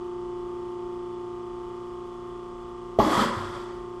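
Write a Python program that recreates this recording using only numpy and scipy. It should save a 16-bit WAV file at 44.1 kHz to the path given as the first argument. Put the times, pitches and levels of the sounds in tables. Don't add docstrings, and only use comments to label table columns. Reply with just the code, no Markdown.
import sys
import numpy as np
from scipy import signal
from scipy.fft import rfft, irfft, next_fast_len
from scipy.io import wavfile
from scipy.ndimage import uniform_filter1d, map_coordinates

SR = 44100
rng = np.random.default_rng(int(sys.argv[2]) if len(sys.argv) > 2 else 0)


def nominal_scale(level):
    x = np.asarray(level, float) / 20
    return 10 ** x


def store_wav(level_fs):
    pcm = np.round(np.clip(np.atleast_2d(level_fs), -1, 1) * 32767)
    wavfile.write(sys.argv[1], SR, pcm.T.astype(np.int16))


N = 176400

# (shaft order, level [dB])
PUMP_ORDERS = [(6, -58.9), (9, -71.1), (10, -72.6), (11, -60.9), (12, -36.1), (13, -48.5), (14, -60.2),
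               (15, -74.9), (16, -63.9), (17, -73.9), (18, -65.2), (19, -72.3), (20, -76.1), (22, -80.3),
               (23, -69.6), (24, -56.1), (25, -78.2), (26, -66.3), (27, -78.1), (28, -75.7), (29, -71.0),
               (30, -49.8), (31, -70.2), (32, -68.3), (33, -70.5), (34, -64.9), (35, -64.7), (36, -52.2),
               (37, -64.0), (38, -58.7), (21, -76),
               (39, -62), (40, -57.5), (41, -56.5), (42, -68), (43, -67), (44, -74), (45, -67), (46, -73),
                (47, -74.5), (48, -72.5), (54, -73), (62, -76.5), (65, -77.5), (66, -77.5), (67, -81),
                (69, -78.5), (71, -83.5), (72, -83.5), (78, -81.5), (84, -79), (96, -80), (100, -79.5),
                (101, -79), (102, -80.5), (103, -81), (104, -82), (106, -84.5), (112, -84), (114, -89.5),
                (116, -80)]
ORDERS = [(round(order), db) for order, db in PUMP_ORDERS]
# (time [s], level [dB])
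STANDING_WAVE = [(0, 1.5), (1.0, 1.5), (1.6, -1), (2.2, -3), (2.95, -4), (3.3, -3), (4, -2)]
STANDING_WAVE_SHARE = {11: .5, 12: 1, 13: .7, 30: .7, 36: -.3, 40: -.6}
# (frequency [Hz], level [dB])
WEAK_ORDERS = [(30, -77.5), (600, -82), (1200, -73.5), (1600, -94.5), (2600, -92), (4000, -99),
               (9000, -103), (13000, -115)]
# (frequency [Hz], level [dB])
MAINS = [(119.95, -55), (239.9, -52.5)]
# (frequency [Hz], level [dB per Hz])
AIR = [(40, -0.5), (150, -13), (480, -14), (650, -21), (1150, -16.5), (1600, -26.5), (4000, -36.5),
       (13000, -48)]
# (frequency [Hz], width [Hz], level [dB])
DUCT = [(40, 14, -1.5)]
# (frequency [Hz], level [dB], 60 dB decay [s])
VALVE = [(3160, -56, 0.028), (3440, -51, 0.027)]
# (frequency [Hz], level [dB], 60 dB decay [s])
FRAME = [(59, -11, 0.17), (99, -6.5, 0.1), (222, -1.5, 0.093), (295, -7.5, 0.12), (371, 5, 0.046),
         (557.5, -12, 0.25), (660, 3.5, 0.06), (840, 2, 0.067), (1036, -5, 0.11), (1150, 2, 0.047)]
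# (frequency [Hz], level [dB], 60 dB decay [s])
PLATEN_PING = [(4480, -50, .2), (13000, -46, .16), (13030, -52, .2)]
# (frequency [Hz], level [dB per Hz])
GRIT = [(40, -28.5), (200, 0), (450, -3), (750, -5.5), (1200, -8), (1600, -14), (2800, -24), (13500, -31.5)]
# (time [s], level [dB])
SPRAY = [
    (2.988, -25.5),
    (3.04, -27),
    (3.15, -23),
    (3.24, -25.5),
    (3.3, -36.5),
    (3.45, -40.5),
    (3.6, -43),
    (3.78, -57),
    (4, -81),
]
# (frequency [Hz], width [Hz], level [dB])
MESH = [(843, 25, 6.5), (1100, 130, 3), (1170, 97, 5.5), (1730, 120, 0.5), (1980, 160, -1.5),
        (3300, 660, -2.5), (4490, 400, -4.5), (13200, 300, 0.5)]
# (frequency [Hz], width [Hz], level [dB])
SILL = [(561, 33, 5), (1032, 55, 8.5), (1130, 54, 8), (1233, 45, 7), (1280, 53, 5.5), (1386, 79, 3.5),
        (1900, 420, 2.5), (3300, 960, 0), (4540, 630, -1.5), (7700, 740, -6)]
# (frequency [Hz], width [Hz], depth [0-1], duration [s])
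DULL_DUST = (9100, 2200, 0.82, 0.048)
# (time [s], level [dB], hardness [0-1], main mode [Hz])
THUDS = [
    (2.999, -15.5, 0.96, 210.1),
    (3.007, -11, 0.93, 204),
    (3.063, -12.5, 0.79, 208.2),
    (3.086, -27, 1, 214.4),
    (3.106, -29, 1, 211),
    (3.177, -16.5, 0.08, 207.5),
    (3.207, -18, 0.03, 211.5),
    (3.259, -28, 0.02, 199),
    (3.293, -27, 0.3, 212),
    (3.361, -38, 0.8, 208),
]
# (frequency [Hz], level [dB], 60 dB decay [s])
PLATEN = [(97.6, -25, 0.16), (176, -15, 0.13), (215, -0.5, 0.15), (231, -11.5, 0.15), (315.3, -1.5, 0.14),
          (579, -9.5, 0.13), (796, -5.5, 0.046), (1070, -30, 0.065)]
# (time [s], level [dB])
BOOMS = [
    (3.166, -38.5),
    (3.366, -38.5),
    (3.418, -51),
    (3.553, -51),
]
# (frequency [Hz], level [dB], 60 dB decay [s])
PAN = [(46.6, 2, 0.21), (73.5, 1, .2), (100.2, 10.5, 0.22), (116.5, -2, 0.15)]
# (time [s], level [dB])
TICKS = [
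    (3.445, -53),
    (3.555, -52),
    (3.601, -54),
    (3.64, -52),
]
# (frequency [Hz], 60 dB decay [s])
ROOM = [(60, 1), (300, 0.61), (1500, 0.93), (6000, 0.53), (13000, 0.41)]
# (frequency [Hz], width [Hz], level [dB])
CASE = [(3335, 316, 3), (5070, 1450, -2), (6400, 550, -9), (7570, 870, -3.5), (13500, 320, -3)]
# (frequency [Hz], threshold [standard deviations])
TREBLE_LOSS = [(8500, -3), (10000, -.5), (11000, .1), (12600, .1), (13000, 1.8), (13700, 3.2)]

SHAFT_HZ, FREED_HZ, FREED_S = 29.6, .08, .15
PISTONS, LOOSE_TURNS, LOOSE_DB, LOOSE_PER_S = 6, .1, 1.4, 8
SWAY_DB, SWAYS_PER_S = -0.8, 7
WEAK_SCATTER_DB, WEAK_TOP_HZ = 3, 13800
AIR_DB = -49
TAP_S, SNAP_S = 2.297, 2.9877
SNAP_DB, SNAP_RISE_S = -12, .0006
FLIP_HZ = 450
LATE_HZ, LATE_S = 800, .009
PULL_DB, PULL_S = -12, .0011
CRACK_DB, CRACK_S = -47.5, .15
CLICK_DB, CLICK_S = -39, .01
CHIPS_PER_S, CHIP_SPREAD_DB = 2200, 2
CHIP_HZ, CHIP_OCTAVES, CHIP_CYCLES, CHIP_SHARE = 3500, 1.3, 30, .5
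FALL_S, FALL_SPAN_S = 3.16, 0.035
PLATEN_HZ, HARD_HZ = 213, 260
WET_DB = -6
LOW_CUT_HZ, ROLL_HZ = 18, 13700
RESCUE_DB, RESCUE_SLOPE = 21, .24


def unit(x):
    return x / np.sqrt(np.mean(x ** 2) + 1e-20)


def along(points, hz):
    f, value = np.transpose(points)
    return np.interp(np.log(hz + 1), np.log(f + 1), value)


def curve(rows):
    return np.interp(np.arange(N) / SR, *np.transpose(rows))


def wobble(rate):
    return map_coordinates(rng.standard_normal(200), [np.arange(N) * min(rate, 45) / SR])


def filtered(x, response):
    size = next_fast_len(N + SR // 2)
    return irfft(rfft(x, size) * response(np.fft.rfftfreq(size, 1 / SR)), size)[..., :N]


def peaks(table):
    return lambda f: 1 + sum(nominal_scale(db) * 1j * f * width / (hz * hz - f * f + 1j * f * width)
                             for hz, width, db in table)


def add(x, s, sound):
    i = round(s * SR)
    x[i:i + len(sound)] += sound[:N - i]


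def ring(modes, attack_s, gain=lambda hz: 1, scatter_db=2):
    t = np.arange(SR // 2) / SR
    total = np.zeros(len(t))
    for hz, db, t60 in modes:
        fade = nominal_scale(db + scatter_db * rng.standard_normal() - 60 * t / t60)
        total += gain(hz) * fade * np.sin(2 * np.pi * hz * t)
    return total * (1 - np.exp(-t / attack_s)) ** 2


def noise_burst(db, t60, rise_s=0):
    t = np.arange(SR // 10) / SR
    rise = np.minimum(t / rise_s, 1) if rise_s else 1
    return nominal_scale(db - 60 * t / t60) * rise * rng.standard_normal(len(t))


def stone_colour(x):
    return filtered(x, lambda f: nominal_scale(along(GRIT, f) + 24))


def strong_tones(turns):
    total, standing_db = np.zeros(N), curve(STANDING_WAVE)
    for order, db in ORDERS:
        loose = order % PISTONS > 0
        sway_share = 0.38 if order == 12 else 1
        sway_db = SWAY_DB * wobble(SWAYS_PER_S) * sway_share
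        level_db = db + sway_db + standing_db * STANDING_WAVE_SHARE.get(order, 0)
        level_db = level_db + LOOSE_DB * wobble(LOOSE_PER_S) * loose
        drift = (rng.random() + LOOSE_TURNS * wobble(LOOSE_PER_S)) * loose
        total += nominal_scale(level_db) * np.sin(2 * np.pi * (order * turns + drift))
    return total


def weak_tones(turns):
    size = 4096
    order = np.arange(size // 2 + 1)
    hz = order * SHAFT_HZ
    level = nominal_scale(along(WEAK_ORDERS, hz) + WEAK_SCATTER_DB * rng.standard_normal(len(order)))
    level = level * (hz < WEAK_TOP_HZ) * (order > 0)
    level[[k for k, _ in ORDERS]] = 0
    phase = np.exp(2j * np.pi * rng.random((3, len(order))))
    shapes = irfft(level * phase, size) * size / 2
    play = [np.interp(turns % 1 * size, np.arange(size), s, period=size) for s in shapes]
    return play[0] + 0.36 * (wobble(0.65) * play[1] + wobble(1.3) * play[2])


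def pump():
    freed = np.clip((np.arange(N) / SR - SNAP_S) / FREED_S, 0, 1)
    turns = np.cumsum(SHAFT_HZ + FREED_HZ * freed + 0.0041 * wobble(3)) / SR
    return np.sqrt(2) * (strong_tones(turns) + weak_tones(turns))


def mains_buzz():
    t = np.arange(N) / SR
    return np.sqrt(2) * sum(nominal_scale(db + 0.44 * wobble(7.1)) * np.sin(2 * np.pi * (hz * t + rng.random()))
                            for hz, db in MAINS)


def air():
    noise = filtered(rng.standard_normal(N), lambda f: nominal_scale(along(AIR, f)) * peaks(DUCT)(f))
    return nominal_scale(AIR_DB + 0.16 * wobble(3.4)) * unit(noise)


def valve_tap():
    x = np.zeros(N)
    add(x, TAP_S, ring(VALVE, 0.0011))
    return x


def snap():
    x, crack = np.zeros(N), np.zeros(N)
    add(x, SNAP_S - PULL_S / 2, -nominal_scale(PULL_DB) * np.hanning(round(2 * PULL_S * SR)))
    low = [mode for mode in FRAME if mode[0] < LATE_HZ]
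    high = [mode for mode in FRAME if mode[0] >= LATE_HZ]
    low_ring = ring(low, SNAP_RISE_S, lambda hz: np.sign(FLIP_HZ - hz), scatter_db=0)
    add(x, SNAP_S, nominal_scale(SNAP_DB) * low_ring)
    add(x, SNAP_S + LATE_S, nominal_scale(SNAP_DB) * ring(high, .002, scatter_db=0))
    add(x, SNAP_S + LATE_S, ring(PLATEN_PING, .003, scatter_db=0))
    add(crack, SNAP_S, noise_burst(CRACK_DB, CRACK_S, rise_s=.002))
    add(crack, SNAP_S, noise_burst(CLICK_DB, CLICK_S, rise_s=.001))
    return x + stone_colour(crack)


def chips():
    draw = rng.random((round(CHIPS_PER_S * (N / SR - 2.98)), 4))
    start = (SNAP_S * SR + draw[:, 0] * (N - SNAP_S * SR)).astype(int)
    octaves = CHIP_OCTAVES * 2 * (draw[:, 1] + draw[:, 2] - 1)
    hz = np.clip(CHIP_HZ * 2 ** octaves, 300, 13500)[:, None]
    n = np.arange(600)
    cycles = n * hz / SR
    size_db = -CHIP_SPREAD_DB * np.log(draw[:, 3:] + 1e-3)
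    fade = nominal_scale(size_db - 60 * cycles / CHIP_CYCLES / 2)
    tone = fade * np.sqrt(hz) * np.minimum(cycles / 3, 1) * np.sin(2 * np.pi * cycles)
    x = np.bincount((start[:, None] + n).ravel(), tone.ravel(), N + len(n))[:N]
    return x / np.std(x[start.min():])


def spray():
    t = np.arange(N) / SR
    drive = CHIP_SHARE * chips() + rng.standard_normal(N)
    after = t > SNAP_S
    lumpy = drive * nominal_scale(curve(SPRAY) + .9 * wobble(40)) * after

    def on_cage(x, table):
        return filtered(x, lambda f: nominal_scale(along(GRIT, f)) * peaks(table)(f))

    fallen = np.pi / 4 * (1 + np.tanh((t - FALL_S) / FALL_SPAN_S))
    x = np.cos(fallen) ** 2 * on_cage(lumpy, MESH) + np.sin(fallen) ** 2 * on_cage(lumpy, SILL)
    x = x / np.std(on_cage(drive, SILL)[after])
    centre_hz, width_hz, depth, lasts_s = DULL_DUST
    early = depth * np.exp(-np.maximum(t - SNAP_S, 0) ** 2 / lasts_s ** 2)
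    return x - early * filtered(x, lambda f: np.exp(-((f - centre_hz) / width_hz) ** 2))


def platen_thuds():
    x = np.zeros(N)
    for s, db, hard, main_hz in THUDS:
        modes = [(hz * main_hz / PLATEN_HZ, level, t60) for hz, level, t60 in PLATEN]
        blow = ring(modes, 0.0012, lambda hz: np.clip(hard if hz > HARD_HZ else 1 - hard, .03, 1))
        add(x, s, nominal_scale(db) * blow)
    return x


def pan_booms():
    x = np.zeros(N)
    for s, db in BOOMS:
        add(x, s, nominal_scale(db) * ring(PAN, 0.0025))
    return x


def stone_ticks():
    x = np.zeros(N)
    for s, db in TICKS:
        add(x, s, noise_burst(db, .008))
    return stone_colour(x)


def room(x):
    hz, t, z = signal.stft(rng.standard_normal(SR), SR, nperseg=256)
    tail = signal.istft(z * nominal_scale(-60 * t / along(ROOM, hz)[:, None]), SR, nperseg=256)[1]
    delayed = np.pad(x, (300, 0))
    return signal.fftconvolve(delayed, tail / np.linalg.norm(tail))[:N]


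def microphone_case(x):
    def response(f):
        low_cut = (f / (f - 1j * LOW_CUT_HZ)) ** 2
        return peaks(CASE)(f) * low_cut / np.sqrt(1 + (f / ROLL_HZ) ** 40)
    return filtered(x, response)


def patchy_treble(x):
    hz, _, z = signal.stft(x, SR, nperseg=2048)
    patches = uniform_filter1d(rng.standard_normal(z.shape), 9, axis=-2)
    field = unit(patches + .2 * rng.standard_normal(z.shape[-1]))
    treble_power = np.mean(abs(z[:, hz > 9000]) ** 2, axis=1, keepdims=True)
    treble_db = 10 * np.log10(treble_power + 1e-20)
    rescue = RESCUE_SLOPE * np.maximum(treble_db - np.median(treble_db) - RESCUE_DB, 0)
    kept = field + rescue > along(TREBLE_LOSS, hz)[:, None]
    return signal.istft(z * kept, SR, nperseg=2048)[1][:, :N]


def scene():
    steady = pump() + mains_buzz() + air()
    burst = valve_tap() + snap() + spray() + platen_thuds() + pan_booms() + stone_ticks()
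    return (steady + burst + nominal_scale(WET_DB) * room(burst))[None]


def band_limit(x):
    return signal.sosfilt(signal.butter(12, 13870, fs=SR, output="sos"), x)


def record(dry):
    mix = patchy_treble(microphone_case(dry))
    return band_limit(mix)


dry = scene()
out = record(dry)
store_wav(out)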